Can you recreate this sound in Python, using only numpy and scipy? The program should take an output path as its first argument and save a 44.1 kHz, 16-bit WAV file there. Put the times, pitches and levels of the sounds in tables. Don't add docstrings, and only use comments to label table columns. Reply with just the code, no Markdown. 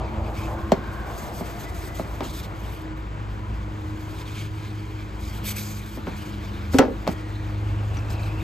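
import sys
import numpy as np
from scipy import signal
from scipy.fft import rfft, irfft, next_fast_len
from scipy.io import wavfile

SR = 44100
rng = np.random.default_rng(int(sys.argv[2]) if len(sys.argv) > 2 else 0)


def transcribe(u):
    v = np.clip(np.atleast_2d(u).T, -1, 1)
    q = np.round(v * 32767).astype(np.int16)
    wavfile.write(sys.argv[1], SR, q)


N = 371763


def from_db(db):
    return 10 ** (np.asarray(db) / 20)


def rms_one(x):
    return x / np.sqrt(np.mean(x ** 2) + 1e-20)


def in_time(rows):
    s, *columns = np.transpose(rows)
    return [np.interp(np.arange(N) / SR, s, column) for column in columns]


def drift(rate):
    step = 40
    r = np.exp(-2 * np.pi * rate * step / SR)
    white = rng.standard_normal(N // step + 2002)
    slow = signal.lfilter([1], [1, -2 * r, r * r], white)[2000:]
    return np.interp(np.arange(N) / step, np.arange(len(slow)), rms_one(slow))


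def coloured(source, spectrum, turn=1):
    size = next_fast_len(N)
    hz = np.arange(size // 2 + 1) * SR / size + 1e-3
    point_hz, point_db = np.transpose(spectrum)
    gain = from_db(np.interp(np.log(hz), np.log(point_hz), point_db))
    return rms_one(irfft(rfft(source, size) * gain * turn, size)[:N])


def gritty(grit_db, rate):
    return rng.standard_normal(N) * from_db(grit_db * drift(rate))


def ring(clicks, hz, t60):
    r, w = from_db(-60 / (t60 * SR)), 2 * np.pi * hz / SR
    return signal.lfilter([0, np.sin(w)], [1, -2 * r * np.cos(w), r * r], clicks + 1e-18)


def tone(hz, db):
    phase = 2 * np.pi * (np.cumsum(hz) / SR + rng.random())
    return np.sqrt(2) * from_db(db) * np.sin(phase)


def ports(source, other, mid, side, side_db, diffuse):
    diffuse = np.clip(diffuse, 0, 1)
    mixed = np.sqrt(1 - diffuse) * source + np.sqrt(diffuse) * other
    apart = coloured(mixed, side, turn=1j)
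    return coloured(source, mid) + from_db(side_db) * apart * [[1], [-1]]


# time in seconds, gain in dB.
TOP_GAIN = [(0, 1), (.4, -2), (.9, 1.5), (1.2, -1.5), (1.5, 0.5), (1.8, -1), (2.1, -1), (2.27, -3.5),
            (2.38, 0.5), (2.45, -2), (2.7, 2), (3.2, -1.5), (3.7, -4), (4.15, -1.5), (4.4, -4), (5.0, -3.5),
            (5.27, -3), (5.48, 3), (5.58, 2.5), (5.66, -2), (5.77, 0), (5.93, 0.5), (6.2, -2.5),
            (6.75, -0.5), (7.1, -2), (7.7, -3), (8.12, -3), (8.43, -2)]
PATCH_EDGES = [900, 1900, 2600, 3400, 4400, 5800, 7800, 10000, 16500]
PATCHES_PER_S = 14


def patchy(x, patchy_db):
    top_db, = in_time(TOP_GAIN)
    out = 0
    for low, high in zip(PATCH_EDGES, PATCH_EDGES[1:]):
        band = signal.sosfilt(signal.butter(2, [low, high], "band", fs=SR, output="sos"), x)
        gain_db = patchy_db * drift(PATCHES_PER_S) + top_db * (low >= 10000)
        out = out + from_db(gain_db) * band
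    return out


# start in seconds, length in seconds, hiss level in dB,
# firmer scrape level in dB, scrape colour in Hz.
STROKES = [(0.247, 0.04, -67, -52, 2600), (0.349, 0.11, -49.5, -46.5, 2580), (0.466, 0.075, -53, -63, 2650),
           (0.581, 0.035, -61, -67, 2500), (0.924, 0.041, -57, -70, 2300), (1.07, .10, -56, -69, 2300),
           (1.183, 0.1, -45, -56, 1980), (1.343, 0.059, -45, -55, 1900), (1.46, 0.11, -51, -52.5, 1695),
           (1.598, 0.049, -47.5, -53, 1760), (1.686, 0.028, -50.5, -54, 1774),
           (1.746, .14, -47, -54.5, 1750), (1.953, 0.08, -48.5, -58, 4000), (2.06, 0.18, -55, -60, 1750),
           (2.244, 0.064, -43.5, -47, 3640), (2.336, 0.065, -43.5, -50, 3640),
           (2.432, 0.021, -47.5, -49, 3770), (2.562, 0.26, -54, -53.5, 2850), (2.97, 0.032, -62, -61, 2300),
           (4.098, 0.12, -52.5, -56, 3400), (4.272, 0.2, -51.5, -50, 3000), (5.21, 0.093, -49, -59, 4016),
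           (5.332, 0.05, -49, -53, 3326), (5.447, .01, -44, -54, 2997), (5.462, 0.023, -34.5, -39.5, 3000),
           (5.492, 0.022, -35.5, -43.5, 2262), (5.568, 0.036, -37, -41.5, 2480),
           (5.612, 0.029, -38.5, -57, 4020), (5.658, 0.031, -39, -52, 3000),
           (5.699, 0.029, -40.5, -51, 2300), (5.75, 0.042, -45.5, -70, 2400), (5.86, 0.032, -55, -68, 2300),
           (5.898, 0.067, -50.5, -82, 2303), (6.167, 0.13, -49, -60, 2404), (6.727, 0.038, -41, -57, 2396),
           (7.091, 0.037, -47, -54, 2410), (8.103, 0.033, -48, -57, 4293), (8.199, 0.088, -58, -57, 4100)]
# time in seconds, hiss level in dB, scrape level in dB.
RUSTLE = [(0.0, -73, -51), (.3, -59, -59.5), (.85, -62, -52.5), (1.2, -52.5, -56), (2.5, -60.5, -56),
          (2.9, -73, -59), (3.3, -65, -56), (4.05, -56, -53.5), (4.6, -56, -49.5), (5.15, -58.5, -53),
          (6.1, -56.5, -49), (6.65, -57, -47), (6.9, -58.5, -53), (7.45, -59, -50), (8.0, -58, -53.5),
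          (8.43, -53.5, -49)]
RISE_DB_PER_S, FALL_DB_PER_S = 796, 703
COLOUR_WIDTH, COLOUR_DB = 0.23, 8


def strokes(hiss, scrape):
    t = np.arange(N) / SR
    hiss_db, scrape_db = in_time(RUSTLE)
    hiss_power = from_db(hiss_db) ** 2
    scraped = from_db(scrape_db) * scrape
    for start, length, stroke_hiss_db, stroke_scrape_db, hz in STROKES:
        near = slice(max(int((start - .15) * SR), 0), int((start + length + .15) * SR))
        before, after = np.maximum(start - t[near], 0), np.maximum(t[near] - start - length, 0)
        gain = from_db(-RISE_DB_PER_S * before - FALL_DB_PER_S * after)
        hiss_power[near] += (from_db(stroke_hiss_db) * gain) ** 2
        peak = signal.lfilter(*signal.iirpeak(hz, 1 / COLOUR_WIDTH, SR), scrape[:, near])
        tinted = rms_one(scrape[:, near] + from_db(COLOUR_DB) * peak)
        scraped[:, near] += from_db(stroke_scrape_db) * gain * tinted
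    return np.sqrt(hiss_power) * hiss + scraped


# frequency in Hz, relative density in dB.
HISS = [(2060, -38), (3500, 2.5), (4840, 3), (5660, 2), (6960, 3.5), (7700, 6), (9050, -8.5), (9580, -80),
        (9880, -48), (10100, -39), (10700, -6.5), (11700, -2), (13200, -5.5), (14700, -2.5), (15500, -12),
        (15800, -29)]
HISS_SIDE = [(2060, -36), (3500, -5), (6030, -1), (6750, -22), (6960, -84), (7320, -18), (7890, -12),
             (10000, 4.5), (11200, -6), (11900, -12), (12800, -21), (14000, -5), (15600, -21)]
# frequency in Hz, relative density in dB.
SCRAPE = [(800, -30), (1550, -1.5), (2300, 4), (3200, 1.5), (4500, -2), (6500, -15), (9000, -57)]


def rubbing():
    grit = from_db(1.0 * drift(60))
    pressure = from_db(1.42 * drift(9.0))
    hiss = ports(gritty(0.33, 200), gritty(1.5, 200), HISS, HISS_SIDE, side_db=-2.5, diffuse=.3)
    scrape = ports(gritty(0.25, 100), gritty(1.5, 100), SCRAPE, SCRAPE, side_db=-8.5, diffuse=.3)
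    hiss = rms_one(patchy(hiss, patchy_db=0.7))
    scrape = rms_one(patchy(scrape, patchy_db=1.23))
    return grit * pressure * strokes(hiss, scrape)


# time in seconds, relative peak level in dB, ring pitch in Hz.
TICKS = [(7.958, -38, 2820), (7.97, -33, 5930), (7.985, -41, 5300), (8.086, -48, 6000), (8.104, -39, 5260),
         (8.112, -45, 7400), (8.126, -45, 3800), (8.153, -41, 4100), (8.185, -46, 3900), (8.230, -38, 4100),
         (8.240, -50, 6000), (8.272, -46, 4000), (8.38, -49, 4200), (8.409, -40, 3717)]
TICK_S, TICK_T60_S = 0.0057, 0.013


def ticks():
    out, t = np.zeros(N), np.arange(1500) / SR
    for s, db, hz in TICKS:
        scratch = ring(rng.standard_normal(1500) * np.exp(-t / TICK_S), hz, TICK_T60_S)
        scratch = scratch / np.abs(scratch).max()
        at = int(s * SR)
        out[at:at + 1500] += from_db(db - 1.5) * scratch[:N - at]
    return out * from_db([[1.0], [-1.0]])


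# time in seconds, level in dB, pitch in Hz.
SQUEAK = [(7.55, -70, 2743), (7.7, -60, 2746), (7.93, -58.5, 2720), (8.0, -51, 2596), (8.06, -60, 2560),
          (8.09, -50, 2550), (8.2, -52, 2577), (8.24, -47, 2550), (8.29, -47, 2530), (8.34, -53.5, 2556),
          (8.41, -47, 2518), (8.43, -51, 2520)]
SLIPS_PER_S, SLIP_DEPTH_DB, SQUEAK_WAVER_HZ = 120, 4, 129.9


def squeak():
    db, hz = in_time(SQUEAK)
    slip_rate = SLIPS_PER_S * (1 + 0.348 * drift(24))
    slips = np.sin(2 * np.pi * np.cumsum(slip_rate) / SR)
    hz = hz + SQUEAK_WAVER_HZ * drift(151.6)
    db = db + SLIP_DEPTH_DB * slips + 2.7 * drift(40)
    started = np.arange(N) > SQUEAK[0][0] * SR
    return tone(hz, db) * started


def dying_noise(at, db, spectrum, decay_s):
    clicks = np.zeros(N)
    clicks[at] = from_db(db)
    dying = signal.lfilter([1], [1, -np.exp(-1 / (decay_s * SR))], clicks + 1e-18)
    return dying * coloured(rng.standard_normal(N), spectrum)


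# frequency in Hz, relative density in dB.
CRACK = [(700, 0.5), (1500, 3.5), (2500, -2), (3800, -2), (5000, -7), (8000, -10), (9300, -23),
         (10100, -47), (11000, -19), (12500, -17.5), (15000, -18)]
TAIL = [(120, -37), (250, 10.5), (500, 1), (800, 0), (1500, -8.5), (3000, -22.5), (6000, -29), (9000, -54)]
CRACK_SPLIT_HZ = 2950
LOWS_LAG_CYCLES = 0.571


def blows(events, modes, spread_db, crack_s, tail_s):
    s, crack_db, lift_db, body_db, brightness, tail_db = np.transpose(events)
    at, body = np.round(s * SR).astype(int), np.zeros(N)
    luck = rng.standard_normal((len(at), len(modes)))
    for k, (hz, db, t60) in enumerate(modes):
        clicks = np.zeros(N)
        strength_db = body_db + db + brightness * np.log2(hz / 500) + spread_db * luck[:, k]
        clicks[at + int(LOWS_LAG_CYCLES * SR / hz)] = from_db(strength_db) * (-1) ** k
        body += ring(clicks, hz, t60)
    soft = signal.sosfilt(signal.butter(2, 3000, fs=SR, output="sos"), body)
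    low, high = (signal.butter(2, CRACK_SPLIT_HZ, kind, fs=SR, output="sos") for kind in ("low", "high"))
    crack = signal.sosfilt(low, dying_noise(at, crack_db - 6.5, CRACK, crack_s))
    crack = crack + signal.sosfilt(high, dying_noise(at, crack_db - 7.5 + lift_db, CRACK, crack_s))
    return soft + crack + dying_noise(at, tail_db, TAIL, tail_s)


# time in seconds, crack in relative dB, crack's treble lift in dB,
# body in relative dB, brightness in dB per octave, rough tail in relative dB.
TAPS = [(0.7192, -11.5, 0.5, -3.5, 0, -23), (0.7245, -23, -3, -23, 2, -38),
        (1.4084, -43, -5, -24, -6.5, -35.5), (1.9957, -28.5, -2, -18.5, -1, -35),
        (2.046, -50, 0, -33, -6, -39), (2.2063, -19, -6, -23.5, 0, -26.5), (2.226, -38, -10, -35, -2, -41),
        (2.247, -42, -5, -34, 4, -49), (5.937, -48, 6, -55, 0, -55), (5.973, -49, 3, -34, -4, -36),
        (6.0695, -38, -3, -31.5, 10, -39), (6.0735, -43, -3, -28, -9.5, -33),
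        (7.0677, -32, 2, -28.5, 10, -43), (7.0757, -16, 2.5, -17.5, 8.5, -24.5),
        (7.083, -36, 0, -22.5, -10, -51), (7.969, -24.5, -7, -49, -11, -51), (8.103, -33, 7, -37, -1, -51),
        (8.1492, -34, 1, -46.5, -9, -53), (8.2346, -31, -3, -46, -5, -50)]
# pitch in Hz, relative level in dB, time to fall 60 dB in seconds.
FOAM_MODES = [(168.7, -8.5, 0.05), (205, -2, 0.04), (260, -5.5, 0.035), (385, -9, 0.062), (587, 4, 0.015),
              (683, 3.5, 0.02), (1000, -11, 0.0094), (1264, -10.5, 0.013), (2220, -28, 0.017),
              (3340, -26, 0.0055)]


def foam_taps():
    return blows(TAPS, FOAM_MODES, spread_db=0.4, crack_s=0.0031, tail_s=0.03)


# time in seconds, crack in relative dB, crack's treble lift in dB,
# body in relative dB, brightness in dB per octave, rough tail in relative dB.
LANDINGS = [(6.735, -28, 2, -37, -5, -26.5), (6.743, -27, 8, -20.5, -18.5, -30),
            (6.7855, -5, 3.5, -16.5, 8, -17), (6.7885, -9, 7, -22, 2, -27), (6.791, -18, -2, -8, -2, -18.5),
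            (6.812, -33, -4, -26, 4, -37), (6.824, -36, -4, -20.5, 3, -39), (6.834, -43, 0, -23, -9, -45),
            (6.85, -48, 0, -26, -2, -44), (6.877, -50, 0, -23.5, -4, -52), (6.905, -50, -2, -29.5, -9, -55)]
# pitch in Hz, relative level in dB, time to fall 60 dB in seconds.
CABINET_MODES = [(265.8, 0.5, 0.089), (290, -5.5, 0.046), (339, -16, 0.2), (390.4, -9, .1),
                 (437.6, -1, 0.05), (474, 0.5, 0.12), (532, -6.5, 0.16), (610, -4.5, 0.072),
                 (730, -25, 0.023), (770, -1.5, 0.034), (883, -15, 0.11), (1091, -15, 0.054),
                 (1446, -14, 0.045), (1700, -16, 0.035), (2010, -15.5, 0.034)]


def cabinet_landing():
    return blows(LANDINGS, CABINET_MODES, spread_db=1.5, crack_s=0.0025, tail_s=0.025)


PORT_HZ, SHADOW_HZ = 1300, 1200


def at_ports(knocks):
    apart = from_db(-3.5) * signal.lfilter([1, -1], [1, -.7], knocks) / 2
    port_peak = signal.lfilter(*signal.iirpeak(PORT_HZ, 1.5, SR), apart)
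    shadow = signal.lfilter(*signal.iirpeak(SHADOW_HZ, 1.6, SR), knocks)
    apart = apart + from_db(4) * port_peak - from_db(-20) * shadow
    return knocks * from_db([[-.3], [.3]]) + apart * [[1], [-1]]


LOWS_T60_S = 0.32 / 4.5
DULLING_HZ = 18000


def room(x):
    size = next_fast_len(N + SR)
    hz = np.arange(size // 2 + 1) * SR / size
    out = np.zeros((2, len(hz)), complex)
    for k, lag in enumerate(rng.uniform(0.0054, 0.028, size=28)):
        loss_db = -60 * lag / LOWS_T60_S * (1 + hz / DULLING_HZ)
        echo = from_db(loss_db) * np.exp(-2j * np.pi * hz * lag)
        out[k % 2] += echo / (1 - echo) * (-1) ** (k // 2)
    return irfft(out * rfft(x, size), size)[:, :N]


# time in seconds, rumble level in dB, roar level in dB, passing tyres level in dB.
TRAFFIC = [(0.0, -32.5, -38, -35.5), (0.6, -32.5, -39.5, -40), (0.94, -34.5, -38.5, -44),
           (1.15, -38.5, -38, -41.5), (1.8, -37.5, -39, -47.5), (2.4, -36, -40.5, -46.5),
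           (3.1, -43, -40, -52.5), (3.75, -37.5, -40.5, -51), (4.8, -37.5, -42.5, -57.5),
           (5.45, -37.5, -40.5, -49), (5.8, -40.5, -42, -59), (6.4, -35, -40, -53),
           (7.4, -40, -40.5, -50.5), (7.85, -38, -39.5, -47), (8.43, -32, -39.5, -44.5)]
# frequency in Hz, relative density in dB.
RUMBLE = [(13, -38), (24, -9), (42, -9), (60, -2), (80, 7), (119, -3.5), (161, -12), (215, -6), (252, -20),
          (325, -4), (400, -22.5), (520, -58), (880, -120)]
TYRES = [(250, -20), (450, 5), (650, 6.5), (850, 5), (1200, -1.5), (2000, -62)]
# frequency in Hz, relative density in dB.
ROAR = [(71, -22), (120, -1), (250, -11), (319, -7.5), (704, -19), (936, -15.5), (2070, -22), (5380, -41),
        (7450, -39), (8770, -50), (9510, -102), (11400, -66), (13200, -52), (14600, -69), (15500, -83)]
ROAR_SIDE = [(24, -36), (40, -3), (96, 2.5), (253, -11.5), (1410, -5.5), (2160, -26.5), (2920, -20),
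             (6010, -44), (6640, -58), (7710, -82), (8310, -45), (9410, -33), (11500, -46), (12400, -71),
             (15500, -42)]


def traffic():
    rumble_db, roar_db, tyres_db = in_time(TRAFFIC)
    rumble = from_db(rumble_db + 0.5 * drift(4.8)) * coloured(rng.standard_normal(N), RUMBLE)
    roar = ports(gritty(0.96, 11.0), gritty(0.66, 9.6), ROAR, ROAR_SIDE, side_db=-2.5, diffuse=0.51)
    roar = from_db(roar_db) * roar * from_db([[.8], [-.8]])
    tyres = ports(gritty(2.1, 7.7), gritty(1.4, 10), TYRES, TYRES, side_db=-11.0, diffuse=.5)
    return rumble + roar + from_db(tyres_db) * tyres


# time in seconds, pitch in Hz, then fundamental, 2nd and 3rd partial levels in dB.
MOTOR = [(0.0, 108.3, -38, -39.5, -42.5), (0.65, 110, -40, -45, -39), (1.2, 106.2, -49, -47.5, -62),
         (2.0, 106.7, -41.5, -53, -47.5), (2.65, 105, -37, -64, -53), (2.86, 105.1, -47, -58, -37),
         (3.2, 103.5, -36, -53, -50), (3.5, 103.4, -33.5, -45, -49), (3.9, 103.5, -33.5, -47, -38.5),
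         (4.15, 104.2, -38, -59, -43.5), (4.4, 104.1, -32, -55, -48.5), (4.8, 104.8, -33.5, -50, -43),
         (5.25, 104, -42.5, -49, -45), (5.5, 102.6, -33.5, -39, -61), (5.8, 103.7, -34.5, -41.5, -50),
         (5.97, 105.2, -45, -43.5, -45), (6.17, 103.2, -43, -41, -46), (6.35, 102.7, -34, -39.5, -43.5),
         (6.7, 102.6, -39.5, -40.5, -68), (7.1, 104.1, -37, -44.5, -41.5), (7.75, 103.4, -24.5, -49, -43.5),
         (8.0, 105, -29, -47, -58), (8.43, 105.4, -27.5, -50, -36)]
# time in seconds, pitch in Hz, level in dB.
DEEP_HUM = [(0.0, 57, -31), (0.16, 56.4, -37), (0.35, 55.3, -30), (0.8, 57.7, -38), (1.05, 57, -33),
            (1.3, 55.6, -38.5), (2.7, 55.5, -34.5), (3.45, 55.45, -38), (3.61, 54.75, -27.5),
            (3.75, 54.07, -39), (4.55, 54.83, -42), (5.3, 54.7, -37), (5.6, 57, -41), (6.4, 56.9, -39),
            (6.6, 53.77, -40), (7.8, 54.44, -35), (8.43, 53.97, -30.5)]
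MOTOR_SHIFT_S = .00009


def hum():
    hz, *levels = in_time(MOTOR)
    hz = hz + 0.12 * drift(2.66)
    motor = sum(tone((k + 1) * hz, db + 0.8 * drift(3.5)) for k, db in enumerate(levels))
    deep_hz, deep_db = in_time(DEEP_HUM)
    deep = tone(deep_hz + 0.88 * drift(3.3), deep_db + 3.0 * drift(9.4))
    shift = MOTOR_SHIFT_S * SR * np.gradient(motor) * [[-1], [1]]
    return (motor + deep) * from_db([[.2], [-.2]]) + shift


# start in seconds, end in seconds, pitch in Hz, width in Hz, level in dB.
WHINES = [(0.44, 0.66, 1520, 190, -46.5), (0.66, 1.09, 1520, 200, -44.5), (0.3, 1.1, 1060, 70, -44.5),
          (7, 7.45, 1900, 73, -54.5), (0.9, 2.06, 693, 66, -48.5), (1.5, 2.05, 2000, 76, -54),
          (0.1, 1.25, 1120, 390, -49), (2, 5.2, 995, 54, -56), (7.5, 8.6, 291, 3.4, -50),
          (1, 6.21, 89, 2.9, -51.5), (8, 8.8, 163, 3.2, -47.5), (6.5, 8.43, 82, 4.8, -35.5),
          (-1, 0.84, 83, 3.9, -36.5), (2, 10, 150, 3.1, -52), (4, 5.2, 420, 12, -55)]
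WHINE_SIDE_DB = -19


def whines():
    out, t = np.zeros((2, N)), np.arange(N) / SR
    for start, end, hz, width_hz, db in WHINES:
        band = signal.butter(2, [hz - width_hz / 2, hz + width_hz / 2], "band", fs=SR, output="sos")
        mid, side = rng.standard_normal((2, N))
        spread = from_db(WHINE_SIDE_DB) * min(hz / 1000, 1) * side * [[1], [-1]]
        whine = rms_one(signal.sosfilt(band, mid + spread))
        swell = np.clip(np.minimum(t - start, end + 0.11 - t) / 0.16, 0, 1)
        out += from_db(db + 1.2 * drift(7.4)) * swell * whine
    return out


def scene():
    knocks = foam_taps() + cabinet_landing()
    block = at_ports(knocks) + from_db(-10) * room(knocks)
    hands = rubbing() + ticks() + squeak()
    return block + hands + traffic() + hum() + whines()


def record(dry):
    rounded = 1.723 * np.tanh(dry / 1.876)
    return signal.sosfilt(signal.cheby2(12, 70, 15800, fs=SR, output="sos"), rounded)


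dry = scene()
out = record(dry)
transcribe(out)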